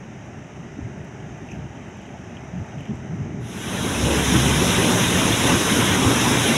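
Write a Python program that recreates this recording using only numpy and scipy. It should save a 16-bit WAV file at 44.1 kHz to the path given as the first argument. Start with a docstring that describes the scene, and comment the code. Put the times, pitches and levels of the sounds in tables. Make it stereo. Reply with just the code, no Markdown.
"""Reservoir shore and sluice gate

Far water hisses, wind buffets the microphone, wavelets and drips ring as small bubbles, reeds tick.
The shore fades and a dam's sluice gate comes up close: its jet churns, thuds and throws a dense spray
of bubbles, with a brief low drone and a faint machine hum inside the roar. Mono."""
import sys
import numpy as np
from scipy import signal
from scipy.fft import rfft, irfft, next_fast_len
from scipy.io import wavfile
from scipy.ndimage import uniform_filter1d, map_coordinates

SR = 44100
rng = np.random.default_rng(int(sys.argv[2]) if len(sys.argv) > 2 else 0)


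def persist_wave(psi):
    """Save psi, clipped to +-1, as 16-bit WAV."""
    counts = np.round(np.clip(psi, -1, 1) * 32767).astype(np.int16)
    wavfile.write(sys.argv[1], SR, np.atleast_2d(counts).T)


N = 289737

# strength of the wavelets: time_s, level_db
LAPPING = [(0.9, -63), (1.45, -60), (1.7, -60.5), (2.0, -57), (2.25, -56.5), (2.55, -61), (2.8, -57.5),
           (3.0, -61), (3.25, -68)]


def amp(db):
    """Decibels to gain."""
    return 10 ** (np.asarray(db) / 20)


def unit(x):
    """Scale to rms 1."""
    return x / np.sqrt(np.mean(x ** 2) + 1e-20)


def fade(start_s, end_s):
    """Linear rise from 0 to 1."""
    return np.clip((np.arange(N) / SR - start_s) / max(end_s - start_s, 1e-3), 0, 1)


def curve(rows):
    """Straight lines through (time_s, value) points."""
    return np.interp(np.arange(N) / SR, *np.transpose(rows))


def swing(rows):
    """Level curve minus the mean of its points."""
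    return curve(rows) - np.mean(np.array(rows)[:, 1])


def wobble(rate_hz):
    """Smooth random curve, rate_hz knots a second."""
    knots = rng.standard_normal(int(N * rate_hz / SR) + 4)
    return map_coordinates(knots, [np.arange(N) * rate_hz / SR])


def filtered(x, response):
    """Apply the gain response(hz)."""
    size = next_fast_len(N + SR // 2)
    return irfft(rfft(x, size) * response(np.fft.rfftfreq(size, 1 / SR)), size)[:N]


def coloured(x, spectrum):
    """Shape x by (freq_hz, gain_db) points on a log axis; rms 1."""
    freq_hz, gain_db = np.transpose(spectrum)
    return unit(filtered(x, lambda hz: amp(np.interp(np.log(hz + 1), np.log(freq_hz), gain_db))))


def bell(x, centre, width):
    """Gaussian with peak 1."""
    return np.exp(-0.5 * ((x - centre) / width) ** 2)


def band(centre_hz, width_hz):
    """Gaussian noise band; rms 1."""
    return unit(filtered(rng.standard_normal(N), lambda hz: bell(hz, centre_hz, width_hz)))


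def turbulence(patchy_db, frame=1024):
    """White noise whose gain drifts in patches of time and pitch."""
    spectra = signal.stft(rng.standard_normal(N), nperseg=frame)[2]
    patches = uniform_filter1d(rng.standard_normal(spectra.shape), size=8, axis=0)
    patches = unit(uniform_filter1d(patches, size=8, axis=1))
    return unit(signal.istft(spectra * amp(patchy_db * patches), nperseg=frame)[1][:N])


def bubbles(low_hz, high_hz, decay_cycles, spread_db, count, samples=200):
    """Swarm of damped rings of uneven strength; rms 1."""
    when, pitch, weakness = rng.random((count, 3)).T
    pitch_hz = low_hz + (high_hz - low_hz) * pitch
    cycles = pitch_hz[:, None] * np.arange(samples) / SR
    gain = amp(-spread_db * weakness) * np.sqrt(pitch_hz / SR)
    rings = gain[:, None] * np.sin(2 * np.pi * cycles) * np.exp(-cycles / decay_cycles)
    index = (when * N).astype(int)[:, None] + np.arange(samples)
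    return unit(np.bincount(index.ravel(), rings.ravel(), N)[:N])


def thumps(rows, pitch_drift):
    """Each thump is a few low, uneven swings of the air."""
    out, t = np.zeros(N + SR), np.arange(-SR // 10, SR // 10) / SR
    for centre_s, width_s, pitch_hz, level_db in rows:
        drift = np.tanh(map_coordinates(rng.standard_normal(20), [np.linspace(0, 19, len(t))]))
        phase = 2 * np.pi * (rng.random() + np.cumsum(pitch_hz * np.exp(pitch_drift * drift)) / SR)
        envelope = np.sqrt(2) * amp(level_db) * bell(t, 0, width_s)
        out[round(centre_s * SR) - SR // 10:][:len(t)] += envelope * np.sin(phase)
    return out[:N]


def lake(level_db=-44.5, rise_db_per_s=0.5):
    """Far water: a hiss dulled by distance, growing a little as the microphone turns."""
    spectrum = [(100, -8), (400, 7.5), (500, 4), (600, 9), (760, 7.5), (870, 6.5), (1020, -0.5), (2000, 1),
                (2300, -3), (3020, -7), (3400, -15.5), (3800, -13.5), (4150, -27), (4650, -24),
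                (5150, -16.5), (6100, -6.5), (8000, -24.5), (11000, -37), (13600, -49)]  # freq_hz, gain_db
    hiss_db = level_db + rise_db_per_s * np.arange(N) / SR
    return amp(hiss_db) * coloured(turbulence(patchy_db=1.0), spectrum)


def wind(breeze_db=-39.5, freshen_db=8, flutter_db=0.5, attack_s=0.01, release_s=0.022):
    """A breeze flutters on the microphone and freshens; gusts hit fast, hold and let go."""
    spectrum = [(22, -31), (45, -20.5), (65, -8), (100, -4.5), (130, 1), (165, -3.5), (210, -3),
                (290, -8.5), (420, -12.5), (480, -27.5), (700, -43), (1500, -64), (4000, -120)]  # freq_hz, gain_db
    gusts = [(0.35, 0.063, 3), (0.557, 0.18, 3.5), (0.76, 0.27, 3.5), (1.13, .2, 4), (1.402, .03, 6),
             (1.498, 0.16, 5), (1.743, 0.16, 3.5), (2.15, 0.32, 2), (2.531, 0.1, 7), (2.732, 0.093, 6),
             (2.884, 0.051, 9), (3.094, 0.06, 5), (3.18, 0.23, 1)]  # start_s, length_s, lift_db
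    buffet_db = breeze_db + freshen_db * fade(2.79, 3.29) + flutter_db * wobble(22)
    for start_s, length_s, lift_db in gusts:
        end_s = start_s + length_s
        buffet_db += lift_db * (fade(start_s, start_s + attack_s) - fade(end_s, end_s + release_s))
    return amp(buffet_db) * coloured(turbulence(patchy_db=1.0), spectrum)


def eddies(trim_db=-1):
    """The strongest eddies thump on the microphone port."""
    hits = [(0.791, 0.0042, 253, -26), (0.823, .016, 79, -30), (0.855, 0.013, 128.5, -28),
            (0.998, 0.016, 167.4, -35), (1.597, 0.021, 112.4, -34), (2.571, 0.025, 152.8, -28.5),
            (2.614, 0.013, 111.6, -25.5), (2.786, 0.013, 153, -29), (2.905, 0.014, 216.3, -22.5),
            (3.125, .025, 144, -27.5), (3.203, 0.018, 120.7, -23), (3.26, .03, 99.3, -31),
            (3.425, 0.044, 130.5, -28)]  # centre_s, width_s, pitch_hz, level_db
    return amp(trim_db) * thumps(hits, pitch_drift=0.22)


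def wavelets(lap_db=2.0, lap_rate_hz=14):
    """Wavelets lap at the shore and shed small bubbles."""
    lapping = amp(curve(LAPPING) + lap_db * wobble(lap_rate_hz))
    return lapping * bubbles(2300, 3180, decay_cycles=7.4, spread_db=10, count=2500, samples=700)


def reeds(click_decay_s=0.0024, ring_decay_s=0.006, click_trim_db=-0.5, ring_trim_db=1, rustle_db=-78):
    """Dry stems tick together and ring briefly, over a faint crackle that follows the wavelets."""
    ticks = [(1.046, -58, -66), (1.375, -72, -61), (1.508, -61, -68), (1.520, -56, -64), (1.543, -62, -66),
             (1.970, -68, -59), (2.015, -69, -59), (2.063, -70, -59), (2.440, -63, -67), (2.597, -64, -72),
             (2.690, -61, -65), (2.783, -70, -62), (2.807, -55, -68), (2.854, -66, -63), (2.954, -68, -55)]  # start_s, click_db, ring_db
    click_spectrum = [(2000, -22), (4500, -12), (7500, 3), (9500, 1), (11300, -2), (12300, -7),
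                      (13700, -16), (14900, -7), (16000, -10)]  # freq_hz, gain_db
    stem_modes = [(7500, 280, 7), (11200, 380, -6)]  # centre_hz, width_hz, gain_db
    t = np.arange(SR // 20) / SR
    contact = amp(rustle_db + 0.4 * swing(LAPPING) + 3 * wobble(110))
    ringing = np.zeros(N)
    for start_s, click_db, ring_db in ticks:
        start = round(start_s * SR)
        contact[start:][:len(t)] += amp(click_db + click_trim_db) * np.exp(-t / click_decay_s)
        ringing[start:][:len(t)] += amp(ring_db + ring_trim_db) * np.exp(-t / ring_decay_s)
    modes = unit(sum(amp(db) * band(hz, width_hz) for hz, width_hz, db in stem_modes))
    return contact * coloured(rng.standard_normal(N), click_spectrum) + ringing * modes


def drips(attack_s=0.00069, ring_decay_s=0.0025, chirp_per_s=0.9, splash_db=-9, splash_decay_s=0.0068):
    """Each drip traps a bubble whose pitch climbs as it dies, inside a small splash."""
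    drops = [(1.488, 2600, -36.5), (1.500, 2470, -37.5), (1.512, 6150, -33), (1.516, 2530, -32),
             (1.532, 2650, -36), (2.369, 2930, -34), (2.782, 3020, -37), (2.806, 2800, -40)]  # start_s, pitch_hz, level_db
    out, t = np.zeros(N), np.arange(SR // 20) / SR
    bins_hz = np.fft.rfftfreq(len(t), 1 / SR)
    for start_s, pitch_hz, level_db in drops:
        ring = np.sin(2 * np.pi * pitch_hz * t * (1 + chirp_per_s * t)) * np.exp(-t / ring_decay_s)
        splash_band = bell(bins_hz, pitch_hz, 0.091 * pitch_hz)
        noise = unit(irfft(rfft(rng.standard_normal(len(t))) * splash_band, len(t)))
        drip = ring + amp(splash_db) * noise * np.exp(-t / splash_decay_s)
        out[round(start_s * SR):][:len(t)] += amp(level_db) * drip * (1 - np.exp(-t / attack_s))
    return out


def hum(fundamental_hz=59.6, waver_db=3):
    """A machine on the dam: a few low, wavering harmonics."""
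    harmonics = [(2, -10), (3, -8), (4, -34)]  # multiple, gain_db
    phase = 2 * np.pi * np.cumsum(fundamental_hz * (1 + 0.00546 * wobble(4.68))) / SR
    return np.sqrt(2) * sum(amp(db + waver_db * wobble(5.4)) * np.sin(k * phase) for k, db in harmonics)


def drone(pitch_hz=70, octave_db=-10, waver_db=3.5, octave_waver_db=3):
    """A low tone with its octave swells, wavers and dies away."""
    levels = [(3.82, -58), (3.98, -35), (4.15, -28.5), (4.29, -23.5), (4.42, -34), (4.55, -30), (4.76, -35),
              (4.86, -60)]  # time_s, level_db
    phase = 2 * np.pi * np.cumsum(pitch_hz * (1 + 0.013 * wobble(9.2))) / SR
    octave = amp(octave_db + octave_waver_db * wobble(6.9)) * np.sin(2 * phase)
    envelope = np.sqrt(2) * amp(curve(levels) + waver_db * wobble(6.1))
    return envelope * (np.sin(phase) + octave)


def sheets(trim_db=-1, relative_width=0.16):
    """Sheets of water collapse, each a broad surge within the rush."""
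    collapses = [(5.505, 0.031, 1010, -24.5), (5.52, 0.037, 2700, -36), (5.84, 0.032, 3180, -29),
                 (6.064, 0.035, 1070, -27.5), (6.262, 0.032, 970, -26.5)]  # centre_s, width_s, centre_hz, level_db
    t = np.arange(N) / SR
    return sum(amp(db + trim_db) * bell(t, centre_s, width_s) * band(hz, relative_width * hz)
               for centre_s, width_s, hz, db in collapses)


def thuds(trim_db=-1):
    """Slugs of water slam into the pool under the gate."""
    slugs = [(4.36, 0.022, 293.3, -20), (4.385, 0.051, 135.6, -21), (4.585, 0.022, 142, -21),
             (5.27, 0.04, 118.4, -24), (5.56, 0.032, 311, -22), (5.73, 0.033, 226, -24.5),
             (5.85, 0.028, 183, -23), (6.08, 0.027, 110.8, -19.5), (6.505, 0.021, 260.8, -17)]  # centre_s, width_s, pitch_hz, level_db
    return amp(trim_db) * thumps(slugs, pitch_drift=0.144)


def churn(gain_db=5.5, surge_db=1.5, surge_rate_hz=16, gulp_db=-10, hum_db=-3.5):
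    """Deep water heaves and big air pockets gulp; the hum rides the same surges."""
    spectrum = [(13, -56), (22, -35), (38, -18.5), (102, 2), (125, 0), (200, -0.5), (245, 1.5), (305, -2),
                (345, -4.5), (420, -6), (660, -10.5), (1000, -15.5), (1300, -25.5), (2200, -120)]  # freq_hz, gain_db
    heave = [(4.35, -16.5), (4.6, -15), (4.95, -12.5), (5.05, -16.5), (5.22, -12.5), (5.38, -18.5),
             (5.5, -15.5), (6.1, -15), (6.55, -16)]  # time_s, unscaled_db
    boil = coloured(turbulence(patchy_db=1.1), spectrum)
    surges = amp(gain_db + 0.51 * swing(heave) + surge_db * wobble(surge_rate_hz))
    gulps = bubbles(230, 470, decay_cycles=6, spread_db=12, count=300, samples=6000)
    return surges * (boil + amp(gulp_db) * gulps + amp(hum_db) * hum())


def spray(gain_db=4.0, fizz_db=-13.5, bay_hz=1540, bay_width_hz=35, bay_db=-3):
    """Mist and tiny bubbles hiss almost evenly; the gate bay rings faintly at one pitch."""
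    spectrum = [(600, -15), (760, -4.5), (950, 1), (1300, -2), (2400, -2.5), (3200, -1), (3850, -2),
                (4500, -19.5), (5100, -9), (6100, -1.6), (8000, -13), (9500, -8), (11000, -8.5),
                (12200, -18), (13700, -30), (14900, -28), (15800, -28)]  # freq_hz, gain_db
    contour = [(4.35, -26), (4.6, -25.5), (4.78, -25), (5.35, -25.5), (5.45, -24.5), (5.82, -25),
               (5.98, -26), (6.1, -25.5), (6.24, -25), (6.39, -25), (6.5, -25.5)]  # time_s, relative_db
    mist = turbulence(patchy_db=1.3, frame=512)
    fizz = amp(fizz_db) * bubbles(630, 15660, decay_cycles=4.2, spread_db=5, count=14000)
    foam = filtered(mist + fizz, lambda hz: 1 + amp(bay_db) / (1 + ((hz - bay_hz) / bay_width_hz) ** 2))
    return amp(gain_db + swing(contour)) * coloured(foam, spectrum)


def splash(gain_db=-3.5, waver_db=0.9):
    """Larger bubbles ring longer and make the rush coarse."""
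    envelope = amp(gain_db + waver_db * wobble(18))
    return envelope * bubbles(757, 3780, decay_cycles=42, spread_db=18, count=2200, samples=1800)


def sluice(flow_db=-27, rise_db_per_s=0.12, arrival_s=4.35, fade_power=0.97):
    """The jet under the gate: one slowly growing flow drives churn, spray and splash."""
    flow = amp(flow_db + rise_db_per_s * (np.arange(N) / SR - arrival_s))
    bass = fade(3.42, 4.21) ** fade_power * churn()
    treble = fade(3.396, arrival_s) ** fade_power * (spray() + splash())
    return flow * (bass + treble)


def scene():
    """The shore gives way to the sluice; both channels are the same."""
    shore = wind() + eddies() + lake() + wavelets() + drips() + reeds()
    gate = sluice() + sheets() + thuds() + drone()
    mono = shore * (1 - fade(3.27, 5)) + gate
    return np.array([mono, mono])


def record(dry, cutoff_hz=15750):
    """Brick-wall low-pass."""
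    return np.array([filtered(channel, lambda hz: hz < cutoff_hz) for channel in dry])


dry = scene()
out = record(dry)
persist_wave(out)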